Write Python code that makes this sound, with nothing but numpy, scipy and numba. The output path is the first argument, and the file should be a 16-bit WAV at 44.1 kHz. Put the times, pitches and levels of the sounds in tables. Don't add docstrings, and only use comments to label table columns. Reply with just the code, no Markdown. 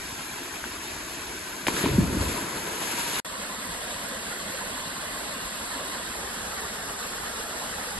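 import sys
import numpy as np
from scipy import signal
from scipy.fft import rfft, irfft, next_fast_len
from scipy.io import wavfile
from scipy.ndimage import uniform_filter1d, map_coordinates
from numba import njit

SR = 44100
rng = np.random.default_rng(int(sys.argv[2]) if len(sys.argv) > 2 else 0)


def int16_out(signal):
    q = np.round(np.clip(np.atleast_2d(signal).T, -1, 1) * 32767)
    wavfile.write(sys.argv[1], SR, q.astype(np.int16))


N = 352359
TIME = np.arange(N) / SR

# f/Hz, level per Hz/dB
FALL_AT_LOG = [(8, -38), (25, -6), (60, 0), (120, -5), (350, -1), (540, -9), (660, -3.5), (780, -8),
               (1020, -3.5), (1220, -7), (1550, -2.5), (2150, -7), (2450, -5.5), (3300, -9.5),
               (6000, -10.5), (8300, -10.5), (11500, -10.5)]
FALL_AT_BANK = [(8, -34), (25, -3), (60, -1), (130, -8), (215, 0.5), (360, -6.5), (660, -1), (820, -6.5),
                (1050, 1), (1250, -5), (1580, -2), (1950, -4), (2300, -7.5), (3000, -7.5), (4300, -7),
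                (5600, -13.5), (8500, -8), (11500, -11.5)]
FALL_FACING = [(8, -36), (25, -3), (70, 0.5), (120, -8), (210, 0), (320, -7), (400, -2), (1100, -1),
               (1780, -2), (2400, -8), (4200, -7.5), (5800, -11), (8500, -8), (11500, -10)]
# f/Hz, level per Hz/dB
SPRAY_COLOUR = [(8, -35), (40, -17), (150, -3), (340, 0.5), (550, 0.5), (780, -3.5), (960, 5), (1170, -3),
                (1600, 0.5), (2500, -10), (4200, -9.5), (6000, -14.5), (8000, -8.5), (11500, -7)]
CLOUD_COLOUR = [(20, -22), (45, -1), (76, -3), (130, -2), (200, -0.5), (320, -8), (430, -10.5), (560, -11),
                (1500, -35)]
FOAM_COLOUR = [(20, -30), (90, -10), (150, 0.5), (220, -1), (330, -2), (450, -10), (700, -13), (1500, -40)]
# f/Hz, level per Hz/dB
TICK_COLOUR = [(400, -4), (1400, 3), (3500, -1), (11500, -3)]
MIST_COLOUR = [(600, -15), (2500, 4.5), (5500, 0), (8000, 2), (11500, 1.5)]
FIZZ_COLOUR = [(500, -12), (3000, 3), (5500, -1.5), (7000, -2), (11500, -1)]
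SPIT_COLOUR = [(400, -9), (1000, 3), (2400, 6), (4200, 0.5), (5500, -11), (11500, -21)]
HEAVE_COLOUR = [(25, -25), (48, 1), (130, -1), (220, -20), (600, -60)]
BURP_COLOUR = [(120, -12), (360, 5), (520, -7), (1500, -35)]
# t/s, ring level/dB, f/Hz, cycles to fade by 60 dB, crack level against the ring/dB, spike level/dB
SLAPS = [(0.6406, -18.5, 1570, 16, -23, -27), (.6555, -27, 1570, 14, -18, -38),
         (1.6688, -22, 2400, 12, -14, -7.5), (1.67, -18, 2430, 18, -12, -28),
         (1.6718, -15.5, 600, 8.6, -10, -30), (1.6828, -19, 2410, 34, -4, -12),
         (1.6837, -12, 1040, 14, -15, -34), (1.767, -25, 1710, 30, -12, -27),
         (1.8398, -16.5, 393, 14, -14, -24), (1.8432, -20, 640, 14, -11, -24),
         (1.857, -24, 1500, 20, -11, -29), (1.8592, -19, 1000, 26, -10, -26),
         (1.8623, -23, 1000, 12, -10, -21)]
# t at the loudest/s, level/dB, f/Hz, cycles from swell to peak
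GLUGS = [(1.6871, -18, 306, 0.64), (1.8413, -24, 161, 0.64), (1.8457, -21, 178, .7),
         (1.8628, -17.5, 277, 1.8), (1.8771, -21, 337, 1), (1.893, -24, 414, 3.2), (1.8984, -26, 139, 1),
         (1.9075, -31, 77, 3), (1.9578, -23, 126, 3.2), (1.967, -30, 94, 2.2), (1.9847, -17.5, 337, 1.5),
         (1.9896, -6.5, 207, 1.03), (2.0016, -24, 178, 1.5), (2.0192, -23, 114, 3), (2.0307, -23, 306, 3),
         (2.0405, -20, 178, 1), (2.054, -28, 77, 3), (2.0813, -24, 239, 1.5), (2.0989, -22, 217, 0.74),
         (2.1302, -21, 178, .7), (2.150, -23, 228, 1.5), (2.1712, -25, 139, .7), (2.1714, -21.5, 306, 2.2),
         (2.2028, -27, 55, 1.5), (2.2111, -24, 291, 1.5), (2.2628, -32, 58, 1.5), (2.467, -37, 211, 3.1)]
# t at the loudest/s, level/dB, f/Hz
PLOPS = [(3.876, -37, 700), (4.545, -34, 530), (5.588, -38, 1530), (5.764, -36.5, 270), (7.12, -37, 1340),
         (7.393, -47, 275), (7.628, -48, 920), (7.758, -39, 1895)]
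# start t/s, hold/s, drop level/dB, mist level/dB
THROWS = [(1.67, 0.055, -32.5, -30.5), (2.08, 0.14, -34.5, -35), (2.658, 0.343, -51, -31)]
# start t/s, hold/s, level/dB
SPITS = [(1.735, .05, -37.5), (1.813, 0.048, -33.5), (2.215, .02, -41), (2.848, 0.26, -44),
         (3.135, 0.032, -36)]
# start t/s, hold/s, level/dB
HEAVES = [(1.832, .02, -34), (1.9, .155, -32), (2.168, .05, -30.5), (2.25, .04, -35)]
# f/Hz, coherence from 0 to 1
ALIKE_AT_LOG = [(60, 1), (260, 0.99), (420, 0.91), (720, 0.038), (1050, 0.74), (1800, 0.2), (2300, 0.54),
                (3000, 0.022), (4200, 0.65), (5500, 0.58), (7000, 1), (11500, 1)]
ALIKE_AT_BANK = [(160, 1), (260, 0.99), (420, 0.71), (700, 0.3), (1100, 0.31), (1800, 0.49), (2300, 0.62),
                 (3000, 0.059), (3900, 0.41), (5000, 0.18), (6300, 0.93), (7600, 1), (11500, 1)]
# f/Hz, lead of the left/radians
PHASE_AT_LOG = [(0, 0), (4200, 0), (5500, -3.1), (6700, -6.3), (7500, -6.3), (8700, -9.4), (9600, -9.4),
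                (10900, -12.6)]
PHASE_AT_BANK = [(0, 0), (1700, 0), (2300, -3.1), (3700, -6.3), (4400, -6.3), (5400, -9.4), (6700, -9.4),
                 (7700, -6.3), (8400, -6.3), (9300, -3.1), (10100, -3.1), (11000, 0)]
# f/Hz, left minus right/dB
TILT_AT_LOG = [(100, -0.5), (600, 1), (1000, 5), (2000, 2), (3500, 2), (6000, -1)]
TILT_AT_BANK = [(100, 0.2), (500, -1.4), (1000, -2), (2000, -0.2), (3500, -1.5), (6000, 0)]
AT_LOG = (ALIKE_AT_LOG, PHASE_AT_LOG, TILT_AT_LOG)
AT_BANK = (ALIKE_AT_BANK, PHASE_AT_BANK, TILT_AT_BANK)
# start t/s, end t/s
BREAK = (3.201, 3.248)

TURN_S = 6.1
LOG_DB, BANK_DB = -34, -32
SETTLE_DB, SETTLE_S = 1.5, 0.8
FALL_FLUTTER_DB, SPRAY_FLUTTER_DB = 0.6, 1.1
SWARM_DB = 2.5
TRICKLE_DB, TRICKLES_PER_S = -12.5, 200
ENTRY_S, CAVITY_S = 1.667, 1.835
SPIKE_HZ, CRACK_TOP_HZ = 2300, 4270
CRACK_T60_S = 0.013
THROW_RISE_S, RISE_GROWS_S_PER_S, THROW_FALL_DB_PER_S = 0.094, 0.11, 95
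PATTER_DB, PATTER_GROWS_DB_PER_S = -35, 2
TICK_DB, TICKS_PER_S = -14, 220
SKIM_DB, SKIM_HOLD_S, SKIM_FALL_DB_PER_S = -27, 0.014, 700
SPITS_PER_S, SPIT_RISE_S, SPIT_FALL_DB_PER_S = 700, 0.014, 200
CLOUD_DB, CLOUD_RISE_S, CLOUD_HOLD_S, CLOUD_FALL_DB_PER_S = -34, 0.015, 0.32, 100
FOAM_DB, FOAM_HOLD_S, FOAM_FALL_DB_PER_S = -37.5, 0.68, 28
HEAVE_RISE_S, HEAVE_FALL_DB_PER_S = 0.006, 250
BURP_DB, BURPS_PER_S, BURP_HOLD_S, BURP_FALL_DB_PER_S = -40.5, 1500, 0.42, 33
GLUG_SAG = 0.03
PLOP_CYCLES = 3.7
GAP_DB, GAP_FALL_DB_PER_S = -32.5, 600
LOW_CUT_HZ, TOP_HZ = 22.5, 11800


def amp(db):
    return 10 ** (np.asarray(db) / 20)


def unit(x):
    return x / np.sqrt(np.mean(x ** 2) + 1e-20)


def along(points, hz):
    f, v = np.transpose(points)
    return np.interp(np.log(hz + 1), np.log(f + 1), v)


def wobble(rate):
    return map_coordinates(rng.standard_normal(1000), [TIME * rate], mode="wrap")


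def swell(start, rise, hold, fall_db_per_s):
    t = TIME - start
    return np.clip(t / rise, 0, 1) * amp(-fall_db_per_s * np.maximum(t - rise - hold, 0))


def filtered(x, response):
    m = next_fast_len(N + 8192)
    return irfft(rfft(x, m) * response(np.fft.rfftfreq(m, 1 / SR)), m)[..., :N]


@njit
def ring_bubbles(start, step, size, cycles, rise, length):
    out = np.zeros(length)
    for i in range(len(start)):
        life = cycles / step[i]
        for k in range(min(int(life), length - start[i])):
            u = k / life
            out[start[i] + k] += size[i] * np.exp(-5 * u) * np.sin(2 * np.pi * step[i] * k * (1 + rise * u))
    return out


def bubbles(rate, cycles, spread_db):
    when, pitch, strength = rng.random((int(rate * N / SR), 3)).T
    place = np.sqrt(pitch)
    hz = 150 * (11500 / 150) ** place
    boost = amp(spread_db * np.minimum(-np.log(1 - strength), 5))
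    size = hz / np.sqrt(place + 0.05) * boost
    start = (when * N).astype(np.int64)
    return unit(ring_bubbles(start, hz / SR, size, cycles, 0.11, N))


def drips(rate, cycles, spread_db):
    return np.array([bubbles(rate, cycles, spread_db) for _ in range(2)])


def water(rate, cycles, spread_db, share, merge_hz):
    def single(hz):
        return np.clip(share, 0, 1) / (1 + (hz / merge_hz) ** 2)

    wash = filtered(rng.standard_normal((2, N)), lambda hz: np.sqrt(1 - single(hz)))
    near = filtered(drips(rate, cycles, spread_db), lambda hz: np.sqrt(single(hz)))
    return wash + near


def gurgle(pair, depth_db, top_hz):
    hz, _, z = signal.stft(pair, SR, nperseg=1024)
    field = rng.standard_normal(z.shape[1:])
    field = uniform_filter1d(field, size=3, axis=0)
    field = uniform_filter1d(field, size=3, axis=1)
    gain = amp(depth_db * unit(field) / (1 + (hz[:, None] / top_hz) ** 2))
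    gain /= np.sqrt(np.mean(gain ** 2, axis=1, keepdims=True))
    return signal.istft(z * gain, SR, nperseg=1024)[1][:, :N]


def at_ports(pair, colour, spot):
    alike, lead, tilt = spot

    def colour_and_mix(hz):
        turn = np.arccos(np.clip(along(alike, hz), 0, 0.998)) / 2
        return amp(along(colour, hz)) * np.array([np.cos(turn), np.sin(turn)])

    def path(hz):
        half = np.array([[0.5], [-0.5]])
        phase = np.interp(hz, *np.transpose(lead)) * np.minimum(hz / 500, 1)
        return amp(half * along(tilt, hz)) * np.exp(1j * half * phase)

    mid, side = filtered(pair, colour_and_mix)
    return unit(filtered(np.array([mid + side, mid - side]), path))


def waterfall():
    rush = water(rate=3000, cycles=21.0, spread_db=1.5, share=0.3, merge_hz=3680)
    rush = gurgle(rush, depth_db=SWARM_DB, top_hz=8540) * amp(FALL_FLUTTER_DB * wobble(24))
    trickle = drips(TRICKLES_PER_S, cycles=22.0, spread_db=1.0)
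    trickle = filtered(trickle, lambda hz: 1 / (1 + (hz / 4000) ** 2))
    stream = rush + amp(TRICKLE_DB) * trickle
    log = amp(LOG_DB) * at_ports(stream, FALL_AT_LOG, AT_LOG)
    turned = np.clip((TIME - TURN_S) / 0.05, 0, 1)
    aside = at_ports(stream, FALL_AT_BANK, AT_BANK)
    facing = at_ports(stream, FALL_FACING, AT_BANK)
    bank = (1 - turned) * aside + turned * facing
    settling = np.clip(1 - (TIME - BREAK[1]) / SETTLE_S, 0, 1)
    return np.where(TIME < BREAK[0], log, amp(BANK_DB - SETTLE_DB * settling) * bank)


def slaps():
    out = np.zeros(N)
    t = np.arange(SR // 10) / SR
    wet = signal.butter(3, CRACK_TOP_HZ, fs=SR)
    for s, db, hz, cycles, crack_db, spike_db in SLAPS:
        t60 = cycles / hz
        ring = np.sin(2 * np.pi * hz * t) * amp(-60 * t / t60)
        noise = unit(signal.lfilter(*wet, rng.standard_normal(len(t))))
        crack = noise * amp(crack_db - 60 * t / CRACK_T60_S)
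        out[round(s * SR):][:len(t)] += amp(db) * (ring + crack)
        u = np.minimum((np.pi * SPIKE_HZ * (TIME - s)) ** 2, 50)
        out += amp(spike_db) * (1 - 2 * u) * np.exp(-u)
    return out


def rock_walls(x, t60, delay):
    t = np.arange(SR // 2) / SR
    dull = signal.lfilter([1], [1, -0.6], rng.standard_normal((2, len(t))))
    tail = dull * amp(-60 * t / t60) * (t > delay)
    return signal.fftconvolve(x[None], tail / np.linalg.norm(tail[0]), axes=1)[:, :N]


def spray():
    drop_power = (amp(PATTER_DB) * swell(ENTRY_S, 0.0056, 0, -PATTER_GROWS_DB_PER_S)) ** 2
    mist_power = np.zeros(N)
    for s, hold, drops_db, mist_db in THROWS:
        rise = THROW_RISE_S + RISE_GROWS_S_PER_S * (s - ENTRY_S)
        sheet = swell(s, rise, hold, THROW_FALL_DB_PER_S)
        drop_power += (amp(drops_db) * sheet) ** 2
        mist_power += (amp(mist_db) * sheet) ** 2
    patter = water(rate=2500, cycles=4.1, spread_db=1.5, share=0.42, merge_hz=8000)
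    drops = at_ports(gurgle(patter, depth_db=2.2, top_hz=5000), SPRAY_COLOUR, AT_LOG)
    ticks = at_ports(drips(TICKS_PER_S, cycles=4.4, spread_db=3.2), TICK_COLOUR, AT_LOG)
    mist = at_ports(rng.standard_normal((2, N)), MIST_COLOUR, AT_LOG)
    falling = np.sqrt(drop_power) * (drops + amp(TICK_DB) * ticks)
    return amp(SPRAY_FLUTTER_DB * wobble(50)) * (falling + np.sqrt(mist_power) * mist)


def spits():
    fizz = at_ports(rng.standard_normal((2, N)), FIZZ_COLOUR, AT_LOG)
    skim = amp(SKIM_DB) * swell(ENTRY_S, 0.006, SKIM_HOLD_S, SKIM_FALL_DB_PER_S) * fizz
    coarse = at_ports(drips(SPITS_PER_S, cycles=6, spread_db=1.5), SPIT_COLOUR, AT_LOG)
    bursts = sum(amp(db) * swell(s, SPIT_RISE_S, hold, SPIT_FALL_DB_PER_S) for s, hold, db in SPITS)
    return skim + coarse * bursts


def cloud():
    murmur = at_ports(rng.standard_normal((2, N)), FOAM_COLOUR, AT_LOG)
    foam = amp(FOAM_DB) * swell(ENTRY_S, CLOUD_RISE_S, FOAM_HOLD_S, FOAM_FALL_DB_PER_S) * murmur
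    deep = at_ports(rng.standard_normal((2, N)), HEAVE_COLOUR, AT_LOG)
    heave = deep * sum(amp(db) * swell(s, HEAVE_RISE_S, hold, HEAVE_FALL_DB_PER_S) for s, hold, db in HEAVES)
    throb = water(rate=2600, cycles=7.4, spread_db=2.0, share=0.25, merge_hz=1970)
    throb = at_ports(throb, CLOUD_COLOUR, AT_LOG)
    collapse = amp(CLOUD_DB) * swell(CAVITY_S, CLOUD_RISE_S, CLOUD_HOLD_S, CLOUD_FALL_DB_PER_S) * throb
    large = at_ports(drips(BURPS_PER_S, cycles=16, spread_db=0.5), BURP_COLOUR, AT_LOG)
    burps = amp(BURP_DB) * swell(CAVITY_S, CLOUD_RISE_S, BURP_HOLD_S, BURP_FALL_DB_PER_S) * large
    return collapse + heave + foam + burps


def glugs(pockets):
    out = np.zeros(N)
    for s, db, hz, cycles in pockets:
        half = cycles / hz
        near = np.abs(TIME - s) < 4 * half
        t = TIME[near] - s
        tone = np.cos(2 * np.pi * hz * t * (1 - GLUG_SAG * t / half))
        out[near] += amp(db) * np.exp(-(t / half) ** 2) * tone
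    return out


def scene():
    hits, pockets = slaps(), glugs(GLUGS)
    echo = amp(-17.5) * rock_walls(hits + pockets, t60=0.2, delay=0.01)
    placed_hits = hits * amp([[1.3], [-1.3]])
    placed_pockets = pockets * amp([[0.35], [-0.35]])
    jump = spray() + spits() + cloud() + placed_hits + placed_pockets + echo
    plops = glugs([(*plop, PLOP_CYCLES) for plop in PLOPS])
    return waterfall() + jump * (TIME < BREAK[0]) + plops


def record(dry):
    running = (TIME < BREAK[0]) | (TIME > BREAK[1])
    gap = amp(GAP_DB - GAP_FALL_DB_PER_S * (np.clip(TIME, *BREAK) - BREAK[0]))
    bass_cut = signal.butter(2, LOW_CUT_HZ, "high", fs=SR, output="sos")
    lean = signal.sosfiltfilt(bass_cut, dry)
    return filtered(lean * np.where(running, 1, gap), lambda hz: 1 / np.sqrt(1 + (hz / TOP_HZ) ** 300))


dry = scene()
out = record(dry)
int16_out(out)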